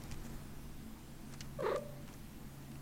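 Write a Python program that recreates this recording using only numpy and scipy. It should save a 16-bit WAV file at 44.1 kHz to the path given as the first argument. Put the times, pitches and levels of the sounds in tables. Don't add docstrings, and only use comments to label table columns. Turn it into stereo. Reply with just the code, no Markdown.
import sys
import numpy as np
from scipy import signal
from scipy.io import wavfile
from scipy.ndimage import uniform_filter1d

SR = 44100
rng = np.random.default_rng(int(sys.argv[2]) if len(sys.argv) > 2 else 0)


def gain_from_db(level_db):
    decades = np.asarray(level_db, float) / 20
    return 10 ** decades


def int16_out(signal):
    q = np.round(np.clip(np.atleast_2d(signal).T, -1, 1) * 32767)
    wavfile.write(sys.argv[1], SR, q.astype(np.int16))


N = 123921


def evened(x):
    return x / np.sqrt(np.mean(x ** 2) + 1e-20)


def read(points, hz):
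    f, value = np.transpose(points)
    return np.interp(np.log(hz + 1), np.log(f + 1), value)


def bumps(centres, lengths, dbs):
    t = np.arange(N) / SR
    total = 0
    for centre, length, db in zip(centres, lengths, dbs):
        total = total + gain_from_db(db) * np.cos(np.pi * np.clip((t - centre) / length, -.5, .5))
    return total


def resonate(x, hz, width):
    turn = np.exp(2j * np.pi * hz * np.arange(len(x)) / SR)
    r = np.exp(-np.pi * width / SR)
    return 2 * (turn * signal.lfilter([1 - r], [1, -r], x / turn)).real


def resonate_twice(x, hz, width):
    return evened(resonate(resonate(x, hz, width), hz, width))


def noise(spectrum, patchy_db):
    frames, hz = N // 256 + 5, np.fft.rfftfreq(1024, 1 / SR)
    a, b, patches = rng.standard_normal((frames, 513, 3)).T
    patches = uniform_filter1d(patches, size=12, axis=0)
    patches = evened(uniform_filter1d(patches, size=14, axis=1))
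    z = (a + 1j * b) * gain_from_db(read(spectrum, hz)[:, None] + patchy_db * patches)
    return evened(signal.istft(z, nperseg=1024, noverlap=768)[1][:N])


# pitch in Hz, level in dB per Hz.
AIR = [(53, -61), (90, -22), (140, -5), (177, -4), (223, -6.5), (540, -19.5), (618, -20.5), (668, -18),
       (9000, -39), (11700, -46), (19800, -120)]
# pitch in Hz, width in Hz, level in dB.
HUMS = [(226.6, 29, -61.5), (326.1, 17.5, -67.5), (72, 24, -63.5), (275, 39.5, -66.5)]


def room_tone():
    hums = sum(gain_from_db(db) * resonate_twice(rng.standard_normal(N), hz, width) for hz, width, db in HUMS)
    colour = [(30, 7.83)] + AIR + [(16000, AIR[-1][1] - 6)]
    return gain_from_db(-53) * noise(colour, patchy_db=1.21) + hums


# time in seconds, pitch in Hz, level in dB.
MOTOR = [(0, 136.2, -60.5), (.15, 137.7, -56.5), (.42, 138.1, -55), (.55, 137.8, -59.5), (.8, 140, -57),
         (.95, 139.5, -67.5), (1.2, 139.3, -59), (1.32, 137.4, -55), (1.6, 137.8, -53.5), (1.72, 138, -57),
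         (1.93, 136.9, -51), (2.1, 137.5, -59), (2.27, 136.4, -63.5), (2.4, 138, -56), (2.8, 137, -53.5)]
# centre in seconds, length in seconds, pitch in Hz, level in dB.
DRONES = [(0.292, 0.2, 229, -56.5), (.5, 0.13, 207.5, -59), (.87, 0.23, 219, -53),
          (1.247, 0.07, 210.7, -53.5), (1.811, 0.13, 228.1, -52.5), (2.084, 0.19, 226, -56.5),
          (2.42, 0.26, 232, -60), (2.709, 0.079, 227.5, -55.5)]


def motor():
    t = np.arange(N) / SR
    s, hz, db = np.transpose(MOTOR)
    tone = gain_from_db(np.interp(t, s, db)) * np.sin(2 * np.pi * np.cumsum(np.interp(t, s, hz)) / SR)
    for centre, length, drone_hz, drone_db in DRONES:
        tone = tone + bumps([centre], [length], [drone_db]) * np.sin(2 * np.pi * drone_hz * t)
    return np.sqrt(2) * tone


# pitch in Hz, level in dB per Hz.
HISS = [(15, -33), (25, -28), (101, -11), (246, -8), (379, -4.5), (411, -4), (3270, -9), (15600, -7.5)]


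def microphone_hiss():
    return gain_from_db(-60) * np.array([noise(HISS, patchy_db=1.0), noise(HISS, patchy_db=4.0)])


# start in seconds, length in seconds, level in dB.
RUBS = [(-.04, 0.17, -60.5), (0.074, 0.44, -61), (0.103, 0.051, -59), (0.24, 0.041, -72),
        (1.288, 0.085, -61), (1.409, 0.075, -60), (2.055, 0.12, -63.5), (2.7, 0.11, -69)]
# pitch in Hz, level in dB.
RUB = [(200, -1), (500, 5.5), (1500, 0.5), (3000, -9.5), (7000, -7.5), (12000, -17.5)]
# centre in seconds, length in seconds, level in dB.
SCUFFS = [(0.254, 0.043, -59), (0.268, 0.014, -63), (0.3, .012, -62), (.35, 0.047, -66),
          (1.775, 0.023, -66)]
# pitch in Hz, level in dB.
SCUFF = [(2500, -5), (5000, -14), (7000, 0), (9500, -12), (13000, -10)]
# time in seconds, level in dB.
GRIP = [(0.0, -46), (0.46, -50), (0.55, -50), (0.6, -50), (0.86, -53.5), (0.9, -56.5), (1.18, -55),
        (2.42, -59), (2.8, -75)]


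def handling():
    t = np.arange(N) / SR
    start, length, level = np.transpose(RUBS)
    rub = bumps(start + length / 2, length, level) * noise(RUB, patchy_db=1.2)
    scuff = bumps(*np.transpose(SCUFFS)) * noise(SCUFF, patchy_db=1.2)
    slow, fast = rng.standard_normal((2, N))
    sway = resonate_twice(slow, hz=18, width=7)
    shudder = gain_from_db(-6) * evened(resonate(fast, hz=55, width=40))
    grip = gain_from_db(np.interp(t, *np.transpose(GRIP))) * (sway + shudder)
    thud_start_s, thud_length_s, thud_db = .11, .0175, -35
    u = (t - thud_start_s) / thud_length_s
    push = np.where((u > 0) & (u < 1), u, 0)
    return rub + scuff + grip + gain_from_db(thud_db) * uniform_filter1d(push, size=50)


def cracks(rows, shell=()):
    out, t = np.zeros(N + 4000), np.arange(4000) / SR
    crackles = rng.standard_normal((len(rows), 4000))
    crackles[:, 0] = 5
    shell_ring = sum(gain_from_db(db - 60 * t / t60) * np.sin(2 * np.pi * hz * t) for hz, t60, db in shell)
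    for (s, db, hz, t60, top_hz), crackle in zip(rows, crackles):
        band = signal.butter(3, [hz / 2, top_hz], "band", fs=SR, output="sos")
        body = evened(signal.sosfilt(band, crackle)) + evened(resonate(crackle, hz, width=1400))
        fade = gain_from_db(-60 * t / max(t60, .003))
        out[round(s * SR):][:4000] += gain_from_db(db) * (body * fade / 3 + shell_ring)
    return out[:N]


# time in seconds, peak in dB, ring in Hz,
# seconds to fade by 60 dB, highest pitch in Hz.
TICKS = [(0.0195, -49.5, 3300, 0.018, 9000), (0.0378, -42.5, 6260, 0.011, 14000),
         (0.0425, -54, 900, 0.0086, 2000), (0.1137, -41.5, 6800, 0.008, 11800),
         (0.1142, -42.5, 2600, .008, 4000), (0.1213, -43.5, 5500, 0.019, 7900),
         (0.1228, -45, 2600, 0.0089, 3500), (0.1428, -49, 7100, 0.01, 12000),
         (0.143, -42.5, 2700, 0.0065, 3500), (1.3262, -51, 4800, 0.018, 12000),
         (1.3275, -50, 2030, .04, 2540), (1.3378, -47, 5800, 0.043, 9150),
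         (1.340, -47.5, 1950, 0.061, 2560), (2.0782, -49.5, 2000, 0.028, 8000),
         (2.0872, -52.5, 5540, 0.015, 8000), (2.0885, -49.5, 1400, .03, 3200),
         (2.1285, -52, 3300, .015, 8000), (2.139, -48.5, 6140, 0.016, 7360),
         (2.142, -50, 2000, 0.033, 2500), (2.7162, -52.5, 5063, 0.019, 12000),
         (2.7185, -50, 2000, 0.02, 2570), (2.7565, -52, 5400, .008, 6300), (2.7567, -49, 2000, 0.013, 3000)]


def finger_ticks():
    return cracks(TICKS)


# time in seconds, peak in dB, ring in Hz,
# seconds to fade by 60 dB, highest pitch in Hz.
KNOCK = [
    (1.4066, -36, 5900, 0.02, 7800),
]
# pitch in Hz, seconds to fade by 60 dB, level in dB.
SHELL = [(2900, .055, -12), (2420, .05, -22), (4200, .05, -22), (7050, .045, -16), (1470, .08, -18)]
BOUNCES = [
    (1.4092, -41, 5500, .03, 7500),
    (1.4085, -40, 2900, .04, 3300),
    (1.416, -48, 4300, .03, 7500),
]


def finger_tap():
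    return cracks(KNOCK, SHELL) + cracks(BOUNCES)


# centre in seconds, length in seconds, pitch in Hz, level in dB.
GULPS = [
    (1.58, 0.017, 152, -47),
    (1.63, 0.033, 177, -45),
    (1.629, .016, 345, -43),
]


def gulps():
    t = np.arange(N) / SR
    total = 0
    for centre, length, hz, db in GULPS:
        total = total + bumps([centre], [length], [db]) * np.cos(2 * np.pi * hz * (t - centre) + np.pi)
    return total


# centre in seconds, length in seconds, pitch in Hz, level in dB,
# extra level of the overtones in dB.
BEATS = [(1.5935, .014, 565, -41, -4), (1.609, .014, 535, -36.5, -3), (1.6255, .012, 525, -40, -1),
         (1.633, .010, 490, -40, -2), (1.644, .018, 400, -35.5, -5), (1.656, .018, 352, -37.5, -2),
         (1.667, .013, 475, -32, 1), (1.675, .008, 395, -42, 3), (1.681, .012, 435, -37.5, -1),
         (1.690, .016, 480, -33.5, 0), (1.699, .006, 350, -48, 0), (1.704, .009, 400, -35, -7),
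         (1.711, .014, 350, -39.5, -2), (1.719, .012, 595, -35.5, 2), (1.7285, .011, 520, -33.5, -4),
         (1.736, .012, 366, -46, 4), (1.745, .015, 365, -39, -8), (1.7525, .011, 555, -34.5, -8),
         (1.761, .013, 595, -50, 14), (1.7705, .012, 505, -36.5, -10), (1.781, .014, 520, -44, -9),
         (1.792, .014, 470, -49, -9)]
# pitch in Hz, level in dB.
HEAD = [(600, -24), (760, -21), (940, -7), (1080, -11), (1190, -9), (1350, -16), (1900, -20), (2400, -36)]
# pitch in Hz, width in Hz, level in dB.
BREATH = [(750, 350, -11), (1150, 400, -4), (1880, 600, -2), (2700, 1000, -13), (3850, 900, -7),
          (7500, 5000, -18)]
# time in seconds, level in dB.
AIRFLOW = [(1.62, -70), (1.627, -38.5), (1.67, -36), (1.70, -35), (1.72, -40), (1.765, -38.5), (1.78, -71)]


def trill():
    centre, length, pitch, level, lift = np.transpose(BEATS)
    t = np.arange(N) / SR
    hz = uniform_filter1d(np.interp(t, centre, pitch), size=60)
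    jitter = .018 * evened(uniform_filter1d(rng.standard_normal(N), size=80))
    turns = np.cumsum(hz * (1 + jitter)) / SR

    upper = sum(gain_from_db(read(HEAD, k * hz)) * np.cos(2 * np.pi * k * turns + k * k) for k in range(2, 7))
    shimmer_db = 1.8 * evened(uniform_filter1d(rng.standard_normal(N), size=110))
    upper = bumps(centre, length, level + lift) * upper * gain_from_db(shimmer_db)
    upper = upper + gain_from_db(3) * resonate(upper, hz=1185, width=70)
    voice = bumps(centre, length, level) * np.cos(2 * np.pi * turns) + upper

    leak, puff_turns = .2, .12
    puffs = (leak + np.exp(-(turns % 1) / puff_turns)) * rng.standard_normal(N)
    breath = 0
    for k, (f, width, db) in enumerate(BREATH):
        breath = breath + (-1) ** k * gain_from_db(db) * resonate_twice(puffs, f, width)
    airflow_db = np.interp(t, *np.transpose(AIRFLOW), left=-99, right=-99)
    return np.sqrt(2) * voice + gain_from_db(airflow_db - 16) * breath


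# time in seconds, peak in dB, ring in Hz,
# seconds to fade by 60 dB, highest pitch in Hz.
SMACKS = [
    (1.6005, -47, 1180, .03, 1500),
    (1.6058, -47, 2530, 0.012, 12000),
    (1.6245, -46, 1900, 0.01, 5000),
    (1.7612, -38, 3700, 0.007, 9000),
    (1.778, -48, 9900, .035, 10500),
    (1.7825, -52, 5500, .015, 7000),
]


def mouth_clicks():
    return cracks(SMACKS)


# pitch in Hz, seconds to fade by 60 dB.
ROOM = [(300, 0.93), (600, 0.75), (1200, 0.38), (4000, 0.061)]


def room(x):
    taps = np.zeros((2, SR // 2))
    at = np.arange(200, SR // 2 - 20, 20)
    at = at + rng.integers(0, 20, (2, len(at)))
    np.put_along_axis(taps, at, rng.choice([-1., 1.], at.shape), 1)
    hz, t, z = signal.stft(taps, SR, nperseg=256)
    fade = gain_from_db(-60 * t / read(ROOM, hz)[:, None])
    tail = signal.istft(z * fade, SR, nperseg=256)[1]
    tail = tail / np.linalg.norm(tail[0])
    mid, side = signal.fftconvolve(x[None], tail, axes=1)[:, :N]
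    side = gain_from_db(-36) * signal.lfilter(*signal.butter(1, 2500, "high", fs=SR), side)
    return np.array([mid + side, mid - side])


# pitch in Hz, seconds to fade by 60 dB, level in dB.
ROOM_MODES = [(607, .75, 8), (580, .75, 8), (528, .35, -2), (1190, .25, -6)]


def scene():
    near = finger_ticks() + finger_tap() + gulps() + trill() + mouth_clicks()
    modes = sum(gain_from_db(db) * resonate(near, hz, 2.3 / t60) for hz, t60, db in ROOM_MODES)
    return room_tone() + motor() + handling() + near + modes + gain_from_db(-26) * room(near)


def roll_off(x):
    return signal.sosfilt(signal.butter(12, 15710, fs=SR, output="sos"), x)


def record(dry):
    port = signal.butter(8, 15300, fs=SR, output="sos")
    mix = signal.sosfilt(port, dry) + microphone_hiss()
    return roll_off(mix)


dry = scene()
out = record(dry)
int16_out(out)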